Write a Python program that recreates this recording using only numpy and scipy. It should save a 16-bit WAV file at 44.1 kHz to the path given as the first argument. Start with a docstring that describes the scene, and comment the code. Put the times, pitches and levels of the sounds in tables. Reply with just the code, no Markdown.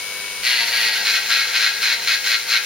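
"""An abrasive disc, spun by a small rotary tool, grinds a wet, hand-held glass dome in short strokes.
The motor runs free at first, with a thin whine, hiss and mains hum, then slows and growls under load.
The disc's high spot knocks once a turn and rebounds, and grit scrapes in between: these impacts
excite the resonant modes of disc and glass. Wet slurry fizzes off the rim,
and the workbench and a small room add short reflections."""
import sys
import numpy as np
from scipy import signal
from scipy.fft import rfft, irfft, next_fast_len
from scipy.io import wavfile

SR = 44100
rng = np.random.default_rng(int(sys.argv[2]) if len(sys.argv) > 2 else 0)


def file_out(sig):
    """Save sig as 16-bit WAV at sys.argv[1]."""
    # one column per channel
    cols = np.atleast_2d(sig).T
    # limit, then scale
    lim = np.clip(cols, -1, 1)
    pcm = np.round(lim * 32767).astype(np.int16)
    wavfile.write(sys.argv[1], SR, pcm)


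N = 116865
T = np.arange(N) / SR
FFT_SIZE = next_fast_len(N + SR // 2)
HZ = np.maximum(np.arange(FFT_SIZE // 2 + 1) * SR / FFT_SIZE, 1)


def from_db(db):
    """Amplitude ratio of a level in decibels."""
    return 10 ** (np.asarray(db) / 20)


def unit_rms(x):
    """Normalisation to rms 1."""
    return x / np.sqrt(np.mean(x ** 2) + 1e-20)


def over_time(rows):
    """Linear interpolation in time."""
    return np.interp(T, *np.transpose(rows))


def over_hz(rows, column=1):
    """Interpolation in log frequency."""
    rows = np.array(rows)
    return np.interp(np.log(HZ), np.log(rows[:, 0]), rows[:, column])


def filtered(x, response):
    """Convolution as a product of spectra."""
    return irfft(rfft(x, FFT_SIZE) * response, FFT_SIZE)[..., :N]


def minimum_phase(db):
    """Causal response of a dB curve, by folding the cepstrum."""
    cepstrum = irfft(np.log(from_db(db)), FFT_SIZE)
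    cepstrum[1:FFT_SIZE // 2] *= 2
    cepstrum[FFT_SIZE // 2 + 1:] = 0
    return np.exp(rfft(cepstrum))


def resonance_db(hz, width_hz, boost_db):
    """Lorentzian peak of a damped resonator."""
    return 10 * np.log10(1 + (from_db(boost_db) ** 2 - 1) / (1 + (2 * (HZ - hz) / width_hz) ** 2))


def drift(rate_hz):
    """Slow fluctuation: low-passed noise of rms 1."""
    return unit_rms(filtered(rng.standard_normal(FFT_SIZE), 1 / (1 + (HZ / rate_hz) ** 2)))


def harmonic(order, cycles):
    """Sinusoid at a multiple of a fundamental, in random phase."""
    return np.sin(2 * np.pi * (order * cycles + rng.random()))


def panned(balance):
    """Left and right gains from a level difference at each frequency."""
    return from_db(np.array([[.5], [-.5]]) * over_hz(balance))


# Likeness of left and right: frequency_hz, correlation
CORRELATION = [(60, -0.6), (300, 0.37), (2200, 0.74), (4500, 0.08), (8000, -0.54), (15000, -0.16)]

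def stereo_noise(db):
    """Partly coherent noise of rms 1: the ratio of mid to side sets the correlation."""
    alike = np.clip(over_hz(CORRELATION), -.99, .99)
    mid, side = filtered(rng.standard_normal((2, N)), from_db(db) * np.sqrt([1 + alike, 1 - alike]))
    return unit_rms(np.array([mid + side, mid - side]))


# Spindle speed: time_s, turns_per_s
SPEED = [(0, 122), (.04, 125.3), (.425, 124), (.5, 121.5), (.545, 124), (.61, 115.5), (.655, 116.6),
         (.74, 116), (.86, 112.6), (1.02, 106.4), (1.21, 103.3), (1.3, 115), (1.41, 103), (1.52, 112.4),
         (1.67, 106.3), (1.84, 111.5), (1.95, 117.4), (2.07, 111), (2.25, 103.4), (2.35, 114.5),
         (2.49, 114), (2.65, 109.5)]

def spindle_turns():
    """Rotation is the integral of a slightly wobbling speed."""
    return np.cumsum(over_time(SPEED) * (1 + .0008 * drift(15))) / SR


# Motor whine: speed_multiple, level_db
WHINE = [(8, -53), (18, -36), (24, -49), (32, -48), (40, -48.5), (72, -48)]
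# Motor hum: mains_multiple, level_db
HUM = [(2, -69), (4, -65.5), (6, -66.5), (8, -57), (10, -52.5)]
# Rush of fan and brushes: frequency_hz, relative_db
HISS = [(25, -0.5), (100, -3), (320, -8.5), (430, -2), (620, -2.5), (1200, -2), (1500, 4.5), (1850, 2.5),
        (2700, 5.5), (3400, 2.5), (4100, 5), (5500, 1.5), (7000, 1), (9200, 3), (11500, -2.5), (15500, -9)]
# Housing resonances: frequency_hz, width_hz, boost_db
HOUSING = [(2230, 72, 3), (9180, 97, -1.5)]
# Motor's stereo balance: frequency_hz, left_over_right_db
MOTOR_BALANCE = [(60, -2.5), (400, 4), (2500, 4), (4200, 5), (7000, 4), (12000, -1)]
MAINS_HZ, HISS_DB = 50.05, -30.5
LOAD_START_S, LOAD_RISE_S, WHINE_LOADED_DB, HISS_LOADED_DB = .443, .045, -5.5, -2

def motor(turns):
    """Harmonics of rotation whine and those of the mains hum; the mains modulates whine and hiss."""
    loaded = np.clip((T - LOAD_START_S) / LOAD_RISE_S, 0, 1)
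    mains_phase = 2 * np.pi * MAINS_HZ * T
    whine = sum(from_db(db) * harmonic(order, turns) for order, db in WHINE)
    whine *= from_db(WHINE_LOADED_DB * loaded) * (1 + .24 * np.sin(mains_phase))
    hum = sum(from_db(db) * harmonic(order, MAINS_HZ * T) for order, db in HUM)
    hiss = stereo_noise(over_hz(HISS) + sum(resonance_db(*row) for row in HOUSING))
    hiss *= from_db(HISS_DB + HISS_LOADED_DB * loaded) * (1 + .18 * np.sin(2 * mains_phase))
    return filtered(hiss + np.sqrt(2) * (whine + hum), panned(MOTOR_BALANCE))


# The disc is pressed on: start_s, rise_s, hold_s, level_db
STROKES = [(0.443, .045, 0.022, -22), (0.588, 0.013, 0.017, -24.5), (0.706, 0.036, .15, -21),
           (0.916, 0.019, 0.041, -21.5), (1.044, 0.015, 0.059, -19), (1.122, 0.017, 0.03, -18),
           (1.277, 0.027, .12, -19), (1.528, 0.031, 0.11, -18), (1.801, 0.032, 0.099, -18.5),
           (2.063, 0.017, 0.064, -18), (2.228, 0.038, 0.069, -19.5), (2.462, 0.056, 0.052, -18)]
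# Light rubbing between strokes: time_s, level_db
RUB = [(.41, -61), (.45, -20), (.6, -21.5), (.69, -21.5), (1.0, -24), (1.24, -26), (1.5, -24.5),
       (1.72, -24.5), (1.79, -29.5), (2.04, -28), (2.21, -31), (2.4, -27.5), (2.46, -33.5), (2.65, -27.5)]

def contact_force(release_s=.025):
    """Normal force on the glass: strokes rise, hold and decay exponentially over light rubbing."""
    strokes = []
    for start, rise, hold, db in STROKES:
        attack = np.clip((T - start) / rise, 0, 1)
        release = np.exp(-np.maximum(T - start - rise - hold, 0) / release_s)
        strokes.append(from_db(db) * attack * release)
    return np.hypot(np.max(strokes, axis=0), from_db(over_time(RUB)))


def impulses(times, sizes):
    """Ideal impacts, one sample long."""
    return np.bincount(np.clip(times * SR, 0, N).astype(int), sizes, N + 1)[:N]


# The disc bites and bounces on the glass: start_s, length_s, level_db, unevenness_share
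BITES = [(0.427, 0.05, -25.5, 0.27), (0.463, 0.079, -19.5, 0.08), (0.547, 0.091, -21, 0),
         (0.743, 0.052, -23.5, 0.62), (0.813, 0.081, -22, 0.21), (1.061, 0.048, -19, .5),
         (1.138, 0.034, -21.5, 0.69), (1.296, 0.067, -19.5, 0.52), (1.397, 0.03, -25.5, 0.68),
         (1.54, 0.035, -20.5, 0.79), (1.617, 0.056, -20, 0.5), (1.827, .11, -22, 0.6),
         (2.068, 0.076, -20, 0.58), (2.313, 0.042, -17.5, 0.02), (2.515, 0.058, -19.5, 0.65)]
KNOCK_DB, KNOCK_JITTER_S, BITE_RELEASE_S = -7, .0003, .012
REBOUND_TURNS, REBOUND_DB, REBOUND_JITTER_S = .48, -5.5, .00099

def knocks(turns, force):
    """Periodic impact: the high spot strikes once a turn and rebounds, harder while the disc bites."""
    turn_numbers = np.arange(1, int(turns[-1]))
    count = len(turn_numbers)
    times = np.interp(turn_numbers, turns, T)
    rebound_times = np.interp(turn_numbers + REBOUND_TURNS, turns, T)
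    size = from_db(KNOCK_DB) * np.interp(times, T, force)
    uneven = np.ones(count)
    for start, length, db, unevenness in BITES:
        release = np.exp(-np.maximum(times - start - length, 0) / BITE_RELEASE_S)
        bite = from_db(db) * (times > start) * release
        uneven = np.where(bite > size, unevenness, uneven)
        size = np.maximum(bite, size)
    jitter, scatter_db, rebound_jitter, rebound_scatter_db = uneven * rng.standard_normal((count, 4)).T
    strikes = impulses(times + KNOCK_JITTER_S * jitter, size * from_db(scatter_db))
    rebounds = impulses(rebound_times + REBOUND_JITTER_S * rebound_jitter,
                        size * from_db(REBOUND_DB + rebound_scatter_db))
    return (strikes + rebounds) * np.sqrt(N / count)


def grit(turns, grains_per_s=7000):
    """Shot noise: abrasive grains chip the glass, hardest just after the high spot strikes."""
    grain_db = np.minimum(rng.exponential(1, N), 4)
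    sizes = from_db(grain_db) * rng.choice([-1, 1], N)
    hits = rng.random(N) < grains_per_s / SR
    return unit_rms(sizes * hits * np.exp(-.5 * (turns % 1)))


# The contact slides from the dome's edge up its side: time_s, side_share
SLIDE = [(.6, 0.32), (.85, 0.36), (1.08, 0.93)]
# Modes of disc and glass: pitch_hz, width_hz, edge_boost_db, side_boost_db
MODES = [(705, 27, 14, 8), (1372, 18.15, 6.5, 12.5), (1550, 37, -3, 12.5), (1640, 7.3, 18.5, 14),
         (1846, 15, 11, 10.5), (1930, 40, 13, 9.5), (2024, 40, 13.5, -1), (2182, 69, 4.5, 13.5),
         (2303, 39, 8, 5), (2510, 38, 8, 11), (2687, 25, 1, 7), (2788, 47, 8.5, 3), (4058, 56, 0, 9),
         (4143, 93, 5.5, 6), (4398, 75, 9.5, 5), (4564, 105, 13.5, 2.5), (5180, 25, 8, 9)]
# Broad spectrum of the contact: frequency_hz, edge_db, side_db
CONTACT_COLOUR = [(150, -29.5, -44.5), (354, -17, -29.5), (476, -25, -25.5), (1080, -12, -13),
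                  (1392, -6.5, -4.5), (2130, -2.5, -4), (2820, 4, -2), (3330, 2, 1), (4260, 0, 1),
                  (5130, -7.5, -3), (6770, -15, -9), (8550, -11, -17.5), (10340, -3.5, -14),
                  (12100, -17, -20.5), (15500, -25, -30)]
WET_CUTOFF_HZ, GRIT_DB = 7000, -1.5
BEND_DELAY_S, BEND_REFERENCE_HZ = .0013, 3000  # travel time in the disc at this frequency

def grinding(turns, force):
    """Dispersion: impacts travel as bending waves, treble first, and ring modes set by the contact."""
    wet_lowpass = 1 / np.sqrt(1 + (HZ / WET_CUTOFF_HZ) ** 4)
    drive = filtered(knocks(turns, force), wet_lowpass) + from_db(GRIT_DB) * force * grit(turns)
    dispersion = np.exp(-4j * np.pi * BEND_DELAY_S * np.sqrt(BEND_REFERENCE_HZ * HZ))
    side_share = over_time(SLIDE)
    ringing = 0
    for place, share in enumerate((1 - side_share, side_share)):
        modes_db = sum(resonance_db(hz, width, boosts[place]) for hz, width, *boosts in MODES)
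        body = minimum_phase(over_hz(CONTACT_COLOUR, column=place + 1) + modes_db)
        body /= np.sqrt(np.mean(abs(body) ** 2))
        ringing += filtered(drive * share, dispersion * body)
    return ringing


def reflections(db, t60_s, delay_s):
    """Response of a diffuse field: echoes decay exponentially, independently in each channel."""
    echoes = rng.standard_normal((2, N)) * from_db(-60 * T / t60_s) * (T > delay_s)
    return from_db(db) * rfft(unit_rms(echoes) / np.sqrt(N), FFT_SIZE)


# Stereo balance of grinding and growl: frequency_hz, left_over_right_db
CONTACT_BALANCE = [(60, 6), (250, 4.5), (1200, 3.5), (2500, 3), (4500, 1.5), (7000, 3.5), (9000, 1.5),
                   (13000, -15)]

def workshop(x, left_lag_s=.000022):
    """Multipath propagation: direct sound, early echoes from bench and hands, then the room."""
    direct = np.exp(-2j * np.pi * HZ * np.array([[left_lag_s], [0]]))
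    bench = reflections(db=-14, t60_s=.045, delay_s=.0003)
    room = reflections(db=-6, t60_s=.15, delay_s=.004)
    return filtered(x, (direct + bench + room) * panned(CONTACT_BALANCE))


# Fizz of wet slurry: frequency_hz, relative_db
SPRAY = [(2000, -45), (5000, 8.5), (7000, 4.5), (10300, -3), (12000, -4.5), (13500, -0.5), (15500, -2.5)]
SPRAY_DB, FIRM_FORCE_DB = -25.5, -15.5

def spray(turns, force, flicker_db=1.5):
    """Modulated noise: slurry leaves the rim in one spurt a turn, growing as a power of the force."""
    spurts = unit_rms(np.exp(-.56 * (turns % 1)) * from_db(flicker_db * drift(10)))
    strength = from_db(SPRAY_DB) * (force / from_db(FIRM_FORCE_DB)) ** .47
    return strength * spurts * stereo_noise(over_hz(SPRAY))


# Growl of the loaded spindle: time_s, level_db
GROWL = [(.42, -72), (.52, -44), (.62, -43), (.85, -42.5), (1.04, -43), (1.2, -48.5), (1.45, -47),
         (1.75, -50), (2.0, -48), (2.3, -56), (2.65, -52)]
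# Its tones: speed_multiple, relative_db
GROWL_TONES = [(2, -18), (4, -9.5), (5, -12), (7, -12), (8, -1.5)]
# Its rumble: frequency_hz, relative_db
RUMBLE = [(60, -5), (200, -7), (400, -4), (900, 1), (1500, -14), (4000, -30)]
# Resonances of the rumble: frequency_hz, width_hz, boost_db
RUMBLE_PEAKS = [(414, 41, 7.3), (698, 18, 15.6), (934, 42, 9.9)]

def growl(turns, flicker_db=4.5, rumble_db=.5):
    """Forced vibration: unsteady low harmonics follow the loaded spindle, over a resonant rumble."""
    tones = 0
    for order, db in GROWL_TONES:
        flicker = from_db(flicker_db * drift(25))
        tones += from_db(db) * unit_rms(flicker * harmonic(order, turns))
    rumble = stereo_noise(over_hz(RUMBLE) + sum(resonance_db(*row) for row in RUMBLE_PEAKS))
    vibration = from_db(over_time(GROWL)) * (tones + from_db(rumble_db) * rumble)
    return filtered(vibration, panned(CONTACT_BALANCE))


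def gain_control(x, target_db=-20, db_per_db=.17, time_s=.023):
    """Compression: the gain falls a little as the smoothed power rises."""
    power = np.mean(x ** 2, axis=0)
    pole = np.exp(-1 / (time_s * SR))
    smoothed, _ = signal.lfilter([1 - pole], [1, -pole], power, zi=[power[:SR // 10].mean()])
    return x * from_db(-db_per_db * (10 * np.log10(smoothed) - target_db))


def scene():
    """Superposition of four sources driven by one spindle."""
    turns = spindle_turns()
    force = contact_force()
    return motor(turns) + workshop(grinding(turns, force)) + spray(turns, force) + growl(turns)


NOTCH_HZ, NOTCH_WIDTH_HZ, CUTOFF_HZ = 7850, 650, 15850

def record(dry):
    """Compression and soft saturation round the peaks; a treble notch and a steep low-pass follow."""
    rounded = np.tanh(gain_control(dry))
    notch = signal.iirnotch(NOTCH_HZ, NOTCH_HZ / NOTCH_WIDTH_HZ, fs=SR)
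    notched = signal.lfilter(*notch, signal.lfilter(*notch, rounded))
    lowpass = signal.ellip(12, .1, 80, CUTOFF_HZ, fs=SR, output="sos")
    return signal.sosfilt(lowpass, notched)


dry = scene()
out = record(dry)
file_out(out)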